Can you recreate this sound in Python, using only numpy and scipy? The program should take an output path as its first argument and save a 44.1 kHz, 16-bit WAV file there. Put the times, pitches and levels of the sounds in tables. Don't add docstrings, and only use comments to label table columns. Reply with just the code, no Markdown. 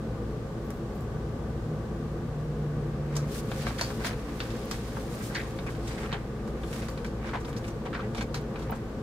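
import sys
import numpy as np
from scipy import signal
from scipy.fft import rfft, irfft, next_fast_len
from scipy.io import wavfile
from scipy.ndimage import uniform_filter1d

SR = 44100
rng = np.random.default_rng(int(sys.argv[2]) if len(sys.argv) > 2 else 0)


def magnitude_from_level(level_db):
    exponent = np.asarray(level_db, float) / 20
    return 10 ** exponent


def log_audio(samples):
    frames = np.atleast_2d(samples).T
    limited = np.clip(frames, -1, 1)
    pcm = np.round(limited * 32767).astype(np.int16)
    wavfile.write(sys.argv[1], SR, pcm)


N = 397782

# f/Hz, density/dB
FAN_SPECTRUM = [(13, -65), (22, -34), (48, -2.5), (87, -7), (115, -3.5), (213, -3.5), (252, -11), (339, -9),
                (369, -11.5), (420, -8.5), (602, -15.5), (1190, -23.5), (1970, -35.5), (3500, -44.5),
                (4550, -85), (7700, -120)]
# f/Hz, width/Hz, level over the fan spectrum/dB
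ROOM_MODES = [(36, 4, -10), (54.3, 7.2, 4), (115, 7, 0.5), (145.5, 11.6, 4.5), (209.5, 7.8, 1),
              (225.2, 12.5, -3), (263, 30, 1.5), (338, 11.3, 7), (424, 14, 3), (474, 35, 1.5),
              (531.5, 28, 4), (767, 120, -7.5), (1167, 123, 3.5), (1486, 61, 5.5)]
# f/Hz, density/dB
HISS_SPECTRUM = [(880, -29), (1500, -4), (1780, -7), (2320, -13), (4290, -16), (7920, -21.5),
                 (11200, -28.5), (14000, -28), (16000, -31)]
# f/Hz, coefficient/1
LIKENESS = [(60, 1), (130, 0.97), (290, 0.99), (640, 0.86), (1410, 0.48), (3100, -0.59), (6820, -0.02),
            (15000, -0.06)]
# f/Hz, level/dB
FAN_LEANING = [(60, 1.5), (180, 1.0), (550, 1.0), (1650, 3), (4970, 0), (15000, 0.5)]
# f/Hz, rms level/dB
HUM_LINES = [(36.7, -52), (59.2, -43.5), (113.7, -47), (120.1, -49), (227.4, -48.5), (340.8, -54),
             (650.4, -68), (1300.4, -70)]

# peak t/s, skin hiss level/dB, time to fade 10 dB/s
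GRIPS = [
    (.66, -64, .022),
    (.745, -65, .05),
    (.96, -62, .022),
    (1.022, -64, .022),
]
# peak t/s, gloss hiss level/dB, time to fade 10 dB/s, dullness/dB
GLIDES = [(3.17, -63, 0.1, 5), (3.35, -45.5, 0.05, 0.5), (3.39, -47, .022, 0), (3.56, -52.5, 0.14, 2),
          (3.625, -52, .04, 6), (3.685, -51, 0.035, 8), (3.83, -58, 0.05, 0), (3.87, -51.5, 0.23, 2),
          (4.069, -41, 0.036, 3.5), (4.42, -57.5, 0.15, -2), (4.55, -68, 0.5, 14), (4.755, -51, .04, 3),
          (4.92, -56.5, 0.84, 1.5), (5.16, -53, .07, -2.5), (5.255, -47, 0.07, -3), (5.39, -56.5, 0.2, 4),
          (5.71, -56, 0.05, 3.5), (5.91, -54, 0.09, 5), (6.02, -57, 0.12, 3), (6.14, -75, .04, 12),
          (6.49, -63, .04, 1.5), (6.76, -49, 0.1, 0), (6.86, -62, 0.2, 5), (7.06, -65, 0.08, 2),
          (7.285, -61, 0.05, 10), (7.35, -81, 0.14, 7), (7.41, -61, .02, -2), (7.49, -56.5, .03, 0),
          (7.58, -56, .02, -2), (7.67, -56.5, 0.05, 1), (7.86, -75, 0.7, 7), (7.95, -75, 0.04, 9),
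          (8.01, -77, 0.2, 9), (8.185, -54, 0.03, 6), (8.228, -60, -0.01, 4), (8.37, -56, .025, 3),
          (8.62, -62, 0.06, 4), (8.76, -60, 0.025, -2)]
# peak t/s, level/dB, time to fade 10 dB/s
FLAPS = [(3.17, -50, 0.12), (3.36, -40, 0.01), (3.54, -56, 0.3), (3.67, -48, 0.26), (3.87, -57, 0.7),
         (4.069, -40, 0.0752), (4.42, -49.5, 0.24), (4.55, -43, -0.13), (4.745, -41, -0.2), (4.98, -53, 2),
         (5.22, -41, -0.4), (5.39, -43, 0.09), (5.69, -40, -0.05), (5.91, -43, -0.1), (6.03, -44.5, .12),
         (6.15, -40.5, 0.05), (6.5, -62, 0.5), (6.65, -57, 0.1), (6.81, -46.5, 0.08), (7.06, -54, -0.1),
         (7.28, -42.5, 0.07), (7.5, -52.5, 0.2), (7.87, -42, -0.1), (8.01, -44, 0.06), (8.17, -59, 0.08),
         (8.36, -43, -0.13), (8.58, -56.5, 0.5), (8.7, -52, 0.1)]
SHEET_LEANS = [-0.77, -0.23, 1.0, -1.7]

# t/s, knock peak level/dB, ring level/dB, air level/dB
SNAPS = [(0.704, -38.5, -54, -44), (3.516, -28.5, -38, -64), (3.667, -25, -31.5, -47),
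         (3.706, -31.5, -46, -58), (3.903, -33, -43, -47), (4.004, -36, -45, -53), (4.131, -40, -44, -51),
         (5.588, -35, -38.5, -52), (6.032, -37, -44, -50), (6.057, -36, -51, -59), (6.092, -39, -50, -66),
         (6.476, -36, -60, -49), (6.976, -39, -42, -45), (7.046, -36, -41, -42), (7.292, -37, -44, -59),
         (7.481, -42, -51, -52), (7.529, -49, -45.5, -48.5), (7.642, -51, -43.5, -57),
         (8.148, -35, -38, -44),]
# t/s, knock peak level/dB, ring f/Hz, ring level/dB, air level/dB
TAUT_SNAPS = [(4.046, -25.5, 3200, -32.5, -39), (4.403, -31.5, 2700, -29, -48.5),
              (4.504, -65, 3600, -43, -62), (4.7115, -30, 3200, -33, -28), (4.968, -33, 1500, -50, -56),
              (3.84, -50, 3650, -38, -50), (5.878, -42, 4800, -46, -43), (6.728, -50, 1800, -42.5, -50),
              (5.75, -39, 2500, -47, -58), (5.98, -47, 3200, -44, -62), (6.822, -40, 3700, -43, -52),
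              (7.063, -53, 4400, -47, -45), (7.333, -29, 3700, -57, -64), (6.884, -36, 4350, -41, -39),
              (7.578, -46, 6000, -54, -53), (7.49, -52, 7000, -60, -51), (8.343, -32.5, 3900, -32.5, -36)]
# t/s, knock peak level/dB, ring f/Hz, ring level/dB, air level/dB
POPS = [
    (3.165, -29, 5500, -40, -31),
    (3.811, -24, 4450, -23.5, -24),
]
# t/s, knock peak level/dB, ring f/Hz, ring level/dB, air level/dB
SOFT_FOLDS = [(5.346, -34, 4300, -36, -47), (5.663, -37, 2320, -46, -49), (6.125, -31.5, 3020, -41, -60),
              (6.632, -40, 3250, -51, -63), (7.446, -42, 4500, -56, -50), (7.562, -44, 3800, -56, -48),
              (7.677, -46, 5440, -58, -52), (7.947, -31.5, 2400, -41, -68), (8.556, -38, 2320, -47.5, -62),
              (8.718, -33, 2320, -55, -58), (8.177, -36, 2300, -39.5, -54), (8.207, -32, 2300, -35, -42)]
# t/s, knock peak level/dB, knock f/Hz, air over knock level/dB
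FLUTTERS = [(3.151, -39.5, 971, 3), (3.779, -40, 1650, 2), (3.787, -33, 1590, -2.5), (4.062, -31, 1670, -9),
            (5.347, -25.5, 1780, -21), (5.353, -25, 1600, -28), (5.367, -31, 2000, -15),
            (5.392, -29.5, 1680, -31), (5.872, -44, 1990, 6.5), (6.116, -32, 1620, -64),
            (6.132, -31, 794, -21), (6.728, -46, 837, 2), (7.236, -37.5, 820, -33),
            (7.334, -25.5, 885, -46), (7.34, -29, 1380, -43), (7.349, -26.5, 840, -44),
            (7.366, -27.5, 865, -44), (7.399, -62, 1040, 14.5), (7.672, -42, 795, -14),
            (7.816, -36, 864, -38), (7.852, -32, 816, -19), (7.927, -29, 1290, -31),
            (7.944, -29, 1460, -40), (7.99, -30, 1200, -39), (8.163, -41, 790, -17), (8.217, -41, 751, 0),
            (8.352, -43, 1700, 4), (8.588, -42, 778, -5), (8.62, -42, 1030, -6), (8.694, -33, 850, -49),
            (8.715, -32, 860, -46), (8.722, -38, 1350, -40), (8.75, -43, 853, -10)]
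# t/s, peak level/dB, lowest f/Hz
TICKS = [
    (0.705, -33, 6700),
    (1.008, -39, 5500),
    (4.48, -49, 7000),
    (4.6548, -34, 10000),
    (6.9014, -37, 6700),
    (8.3504, -31, 6700),
    (8.4128, -42, 6700),
    (8.7092, -26, 12000),
]

# start t/s, length/s, level/dB
HALF_ORDER_SWELLS = [
    (.95, 0.65, -44),
    (1.8, 0.59, -48),
    (2.9, 0.47, -47),
]
# start t/s, length/s, level/dB
DRONE_SWELLS = [
    (1.62, .2, -36),
    (1.9, 0.44, -39.5),
    (2.35, 0.49, -33.5),
    (2.84, 0.24, -36.5),
    (3.08, 0.21, -31.5),
    (3.41, 0.23, -38.5),
]
# t/s, ring f/Hz, peak level/dB
CRACKLES = [(3.166, 6000, -31), (3.785, 3600, -34), (3.792, 1600, -29), (3.812, 900, -28),
            (4.011, 1500, -37), (4.712, 900, -31), (4.969, 1000, -31), (5.671, 2000, -37),
            (5.688, 1700, -36), (6.634, 2600, -42), (6.735, 2000, -39), (6.826, 2000, -39),
            (7.050, 1600, -36), (7.243, 1600, -38), (4.712, 4500, -36), (5.169, 1400, -39),
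            (5.208, 1500, -36), (5.299, 1400, -38), (5.350, 5000, -36), (5.359, 4300, -32),
            (5.367, 4200, -38), (5.378, 3500, -41), (5.405, 2200, -36), (5.413, 3400, -41),
            (6.061, 2600, -42), (6.092, 1800, -38), (6.117, 3900, -40), (6.126, 3100, -31),
            (6.132, 2800, -34), (6.130, 6500, -46), (6.143, 2900, -37), (6.167, 3500, -46),
            (7.447, 3000, -42), (7.453, 5000, -46), (7.484, 2200, -43), (7.564, 3500, -43),
            (7.568, 4200, -43), (7.573, 5000, -43), (7.581, 5600, -45), (7.648, 2100, -42),
            (7.679, 5500, -45), (7.682, 2200, -41), (7.685, 6000, -46), (7.703, 5000, -48),
            (7.860, 3500, -45), (7.930, 3400, -44), (7.936, 2400, -40), (7.944, 4200, -46),
            (7.953, 4000, -43), (7.962, 3500, -44), (8.006, 3200, -43), (8.152, 8000, -45),
            (8.173, 5000, -44), (8.181, 4500, -42), (8.212, 4600, -40), (8.226, 6500, -44),
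            (8.557, 2300, -39), (8.621, 3500, -48), (8.696, 900, -30), (8.721, 850, -31)]
# peak t/s, level/dB, time to fade 10 dB/s
SQUEAKS = [
    (5.89, -56, 0.03),
    (5.95, -59, .06),
    (6.02, -60, .04),
]

PAGE_HZ = 2320
SQUEAK_HZ = 7900
ENGINE_SINKS_HZ_PER_S = 5.4
BUCKLE = 7.0


def at_hz(points, hz):
    table_hz, values = np.array(points).T[:2]
    return np.interp(np.log(hz + 1), np.log(table_hz), values)


def rms_one(x):
    return x / np.sqrt(np.mean(x ** 2) + 1e-20)


def drift(rate):
    control_hz = 400
    steps = rng.standard_normal(int(N / SR * control_hz) + 2)
    r = np.exp(-2 * np.pi * rate / control_hz)
    slow = rms_one(signal.lfilter([1], [1, -2 * r, r * r], steps))
    return np.interp(np.arange(N) * control_hz / SR, np.arange(len(steps)), slow)


def band(x, low_hz, high_hz, order=2):
    edges_hz = [low_hz, min(high_hz, .45 * SR)]
    return signal.sosfilt(signal.butter(order, edges_hz, "band", fs=SR, output="sos"), x)


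def pair(mid, side, gain):
    size = next_fast_len(mid.shape[-1])
    hz = np.arange(size // 2 + 1) * SR / size
    alike = np.clip(at_hz(LIKENESS, hz), 0, 1)
    common = np.sqrt(1 + alike) * rfft(mid, size)
    opposed = np.sqrt(1 - alike) * rfft(side, size) * [[1], [-1]]
    return irfft((common + opposed) * gain(hz) / np.sqrt(2), size)[:, :mid.shape[-1]]


def fan():
    def colour(hz):
        lift = 1
        for mode_hz, width, db in ROOM_MODES:
            lift = lift + magnitude_from_level(db) / (1 + ((hz - mode_hz) / width * 2) ** 2)
        lean = at_hz(FAN_LEANING, hz) / 2 * np.array([[1], [-1]])
        low_cut = 1 + (29 / (hz + 1)) ** 8
        return magnitude_from_level(at_hz(FAN_SPECTRUM, hz) + lean) * lift / low_cut
    return magnitude_from_level(-35 + .5 * drift(4.3)) * rms_one(pair(*rng.standard_normal((2, N)), colour))


def hiss():
    def colour(hz):
        return magnitude_from_level(at_hz(HISS_SPECTRUM, hz)) * (hz > 1500)
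    return magnitude_from_level(-55.5) * rms_one(pair(*rng.standard_normal((2, N)), colour))


def hum():
    t = np.arange(N) / SR
    out = np.zeros(N)
    for hz, db in HUM_LINES:
        level = magnitude_from_level(db + 1.43 * drift(1.0))
        out += np.sqrt(2) * level * np.sin(2 * np.pi * (hz * t + rng.random()))
    return out


def strokes(rows):
    power = np.zeros(N)
    for s, db, fade in rows:
        fade = max(fade, .012)
        near = np.arange(max(int((s - 5 * fade) * SR), 0), min(int((s + 5 * fade) * SR), N))
        late = (near / SR - s) / fade
        distance = np.abs(np.where(late < 0, late / 0.96, late))
        power[near] += magnitude_from_level(2 * (db - 10 * distance ** 1.2))
    return np.sqrt(power)


def friction(per_s, spread_db, clump_db):
    slip_now = rng.random(N) < per_s * magnitude_from_level(clump_db * drift(25.0)) / SR
    sizes = magnitude_from_level(spread_db * np.minimum(rng.exponential(1, N), 2.2)) * slip_now
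    catches = uniform_filter1d(sizes, size=24)
    return (1.5 + rms_one(catches)) * magnitude_from_level(1.2 * drift(35.0))


def slides():
    lumpy = friction(per_s=1200.0, spread_db=4.5, clump_db=3.0)
    smooth = friction(per_s=3500.0, spread_db=3.0, clump_db=2.0)
    odd, even = rng.standard_normal((2, 2, N))
    flap_noise = band(pair(*lumpy * odd, lambda hz: 1), 700, 2300, order=3)
    rub_noise = band((lumpy + smooth) * even, 2200, 5400)
    gloss_noise = band(smooth * odd, 5000, 10300)
    skin_noise = band(smooth * even, 10000, 16500) + band(smooth * even, 12200, 15000)

    rub = [(s, db + dull, fade) for s, db, fade, dull in GLIDES]
    rub += [(s, db - 14.0, fade) for s, db, fade in GRIPS]
    gloss = [(s, db, fade) for s, db, fade, dull in GLIDES]
    gloss += [(s, db - 7.0, fade) for s, db, fade in GRIPS]
    skin = list(GRIPS)
    for s, db, fade, dull in GLIDES:
        sunk_db = 1 * (s - GLIDES[0][0])
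        skin.append((s, db - 4 - 0.44 * dull - sunk_db, fade))

    out = np.zeros((2, N))
    movements = (FLAPS, rub, gloss, skin)
    noises = (flap_noise, rub_noise, gloss_noise, skin_noise)
    for rows, noise, lean_db in zip(movements, noises, SHEET_LEANS):
        lean = magnitude_from_level(np.array([[lean_db], [-lean_db]]) / 2)
        out += strokes(rows) * rms_one(noise) * lean
    return out


def aside(shape):
    def placed(x):
        left, right = shape(x)
        return np.array([magnitude_from_level(-1.5) * np.roll(left, 12), right])
    return placed


def add(out, s, envelope, shapes, click=0):
    start = round(s * SR)
    for db, shape in shapes:
        noise = rng.standard_normal((2, len(envelope)))
        shake = np.array([noise[0], 0.65 * noise[0] + 0.63 * noise[1]]) * envelope
        shake[:, 16] += click
        part = shape(shake)
        peak = np.sqrt(uniform_filter1d(np.mean(part ** 2, axis=0), size=88).max())
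        out[:, start:start + len(envelope)] += magnitude_from_level(db) * part / peak


def buckle(out, air, rows, t60, crack_s, tone, click=BUCKLE):
    t = np.arange(SR // 6) / SR
    decay = np.exp(-t / crack_s) + .33 * magnitude_from_level(-60 * t / t60)
    crack = np.minimum(5 * t / crack_s, 1) * decay
    for s, knock_db, ring_hz, ring_db, air_db in rows:
        def knock(x):
            return band(x, 526, 1640, order=3)

        def ring(x):
            panel = band(x, ring_hz / 1.06, ring_hz * 1.06)
            return tone * panel + .45 * band(x, 1300, ring_hz + 1900, order=3)
        add(out, s, crack, [(knock_db - 3.0, knock), (ring_db, aside(ring)), (air_db - 4.5, air)], click)


def flutters(out, air):
    t = np.arange(SR // 6) / SR
    for s, knock_db, knock_hz, bright_db in FLUTTERS:
        rasp_db = knock_db - 9 + 0.46 * bright_db
        air_db = knock_db + bright_db
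        beats = magnitude_from_level(2.5 * np.interp(t, np.arange(64) * .004, rng.standard_normal(64)))
        rattle = beats * np.minimum(t / 0.0028, 1) * magnitude_from_level(-60 * np.maximum(t - 0.008, 0) / 0.098)

        def knock(x):
            return 1.3 * band(x, knock_hz / 1.15, knock_hz * 1.25) + .36 * band(x, 650, 2200)

        def rasp(x):
            return band(x, 1840, 4300, order=4)
        add(out, s, rattle, [(knock_db - 6.5, knock), (rasp_db, aside(rasp)), (air_db - 7.5, air)])


def ticks(out):
    t = np.arange(SR // 6) / SR
    for s, peak_db, low_hz in TICKS:
        high = aside(lambda x: band(x, low_hz, 16000))
        add(out, s, np.exp(-t / 0.0013), [(peak_db - 10.0, high)], click=BUCKLE)


def creases():
    out = np.zeros((2, N + SR))
    air = aside(lambda x: band(band(x, 3900, 16000), 3600, 6400, order=1))
    snaps = [(s, knock_db, PAGE_HZ, ring_db, air_db) for s, knock_db, ring_db, air_db in SNAPS]
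    buckle(out, air, snaps, t60=.11, crack_s=.0038, tone=0.7)
    buckle(out, air, TAUT_SNAPS, t60=0.21, crack_s=.0034, tone=.3)
    buckle(out, air, POPS, t60=0.24, crack_s=.0022, tone=1.1)
    buckle(out, air, SOFT_FOLDS, t60=.08, crack_s=.012, tone=1.4, click=0)
    flutters(out, air)
    ticks(out)
    return out[:, :N]


def room(x):
    t60 = 0.085
    t = np.arange(SR // 2) / SR
    noise = rng.standard_normal((2, len(t))) * np.clip((t - .004) / 0.00064, 0, 1)
    dull = band(noise, 200, 3000, order=1)
    tail = dull * magnitude_from_level(-60 * t / t60) + (noise - dull) * magnitude_from_level(-60 * t / (t60 * 0.64))
    tail = tail / np.sqrt(np.sum(tail ** 2, axis=1, keepdims=True))
    return magnitude_from_level(-7.5) * signal.fftconvolve(x, tail, axes=1)[:, :N]


def far_tone(swells, start_hz, sinks_hz_per_s):
    t = np.arange(N) / SR
    gain = np.zeros(N)
    for s, length, db in swells:
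        gain += magnitude_from_level(db) * np.clip(np.minimum(t - s, s + length - t) / 0.07 + .5, 0, 1)
    hz = start_hz - sinks_hz_per_s * (t - swells[0][0])
    return np.sqrt(2) * gain * np.sin(2 * np.pi * np.cumsum(hz) / SR)


def engine():
    half_order = far_tone(HALF_ORDER_SWELLS, 79.5, ENGINE_SINKS_HZ_PER_S / 2)
    drone = far_tone(DRONE_SWELLS, 154.0, ENGINE_SINKS_HZ_PER_S)
    groan = far_tone([(4.26, 0.069, -38)], 290, 86)
    return half_order + drone + groan


def crackles():
    out, t = np.zeros((2, N + SR)), np.arange(SR // 30) / SR
    burst = np.minimum(t / .0012, 1) * np.exp(-t / .003)
    for s, hz, db in CRACKLES:
        def ring(x):
            return band(x, hz / 1.22, hz * 1.22) + .4 * band(x, hz / 2, hz * 1.4, order=4)
        add(out, s, burst, [(db - 3.0, aside(ring))])
    return out[:, :N]


def squeak():
    chatter = band(rng.standard_normal((2, N)), SQUEAK_HZ / 1.06, SQUEAK_HZ * 1.06)
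    return strokes(SQUEAKS) * rms_one(chatter)


def scene():
    background = fan() + hiss() + hum() + engine()
    cracks = creases() + crackles()
    return background + slides() + cracks + room(cracks) + squeak()


def band_limit(x):
    return signal.sosfilt(signal.butter(12, 16370, fs=SR, output="sos"), x)


def record(dry):
    low_pass = signal.cheby2(16, 40, 15960, fs=SR, output="sos")
    mix = signal.sosfiltfilt(low_pass, dry)
    return band_limit(mix)


dry = scene()
out = record(dry)
log_audio(out)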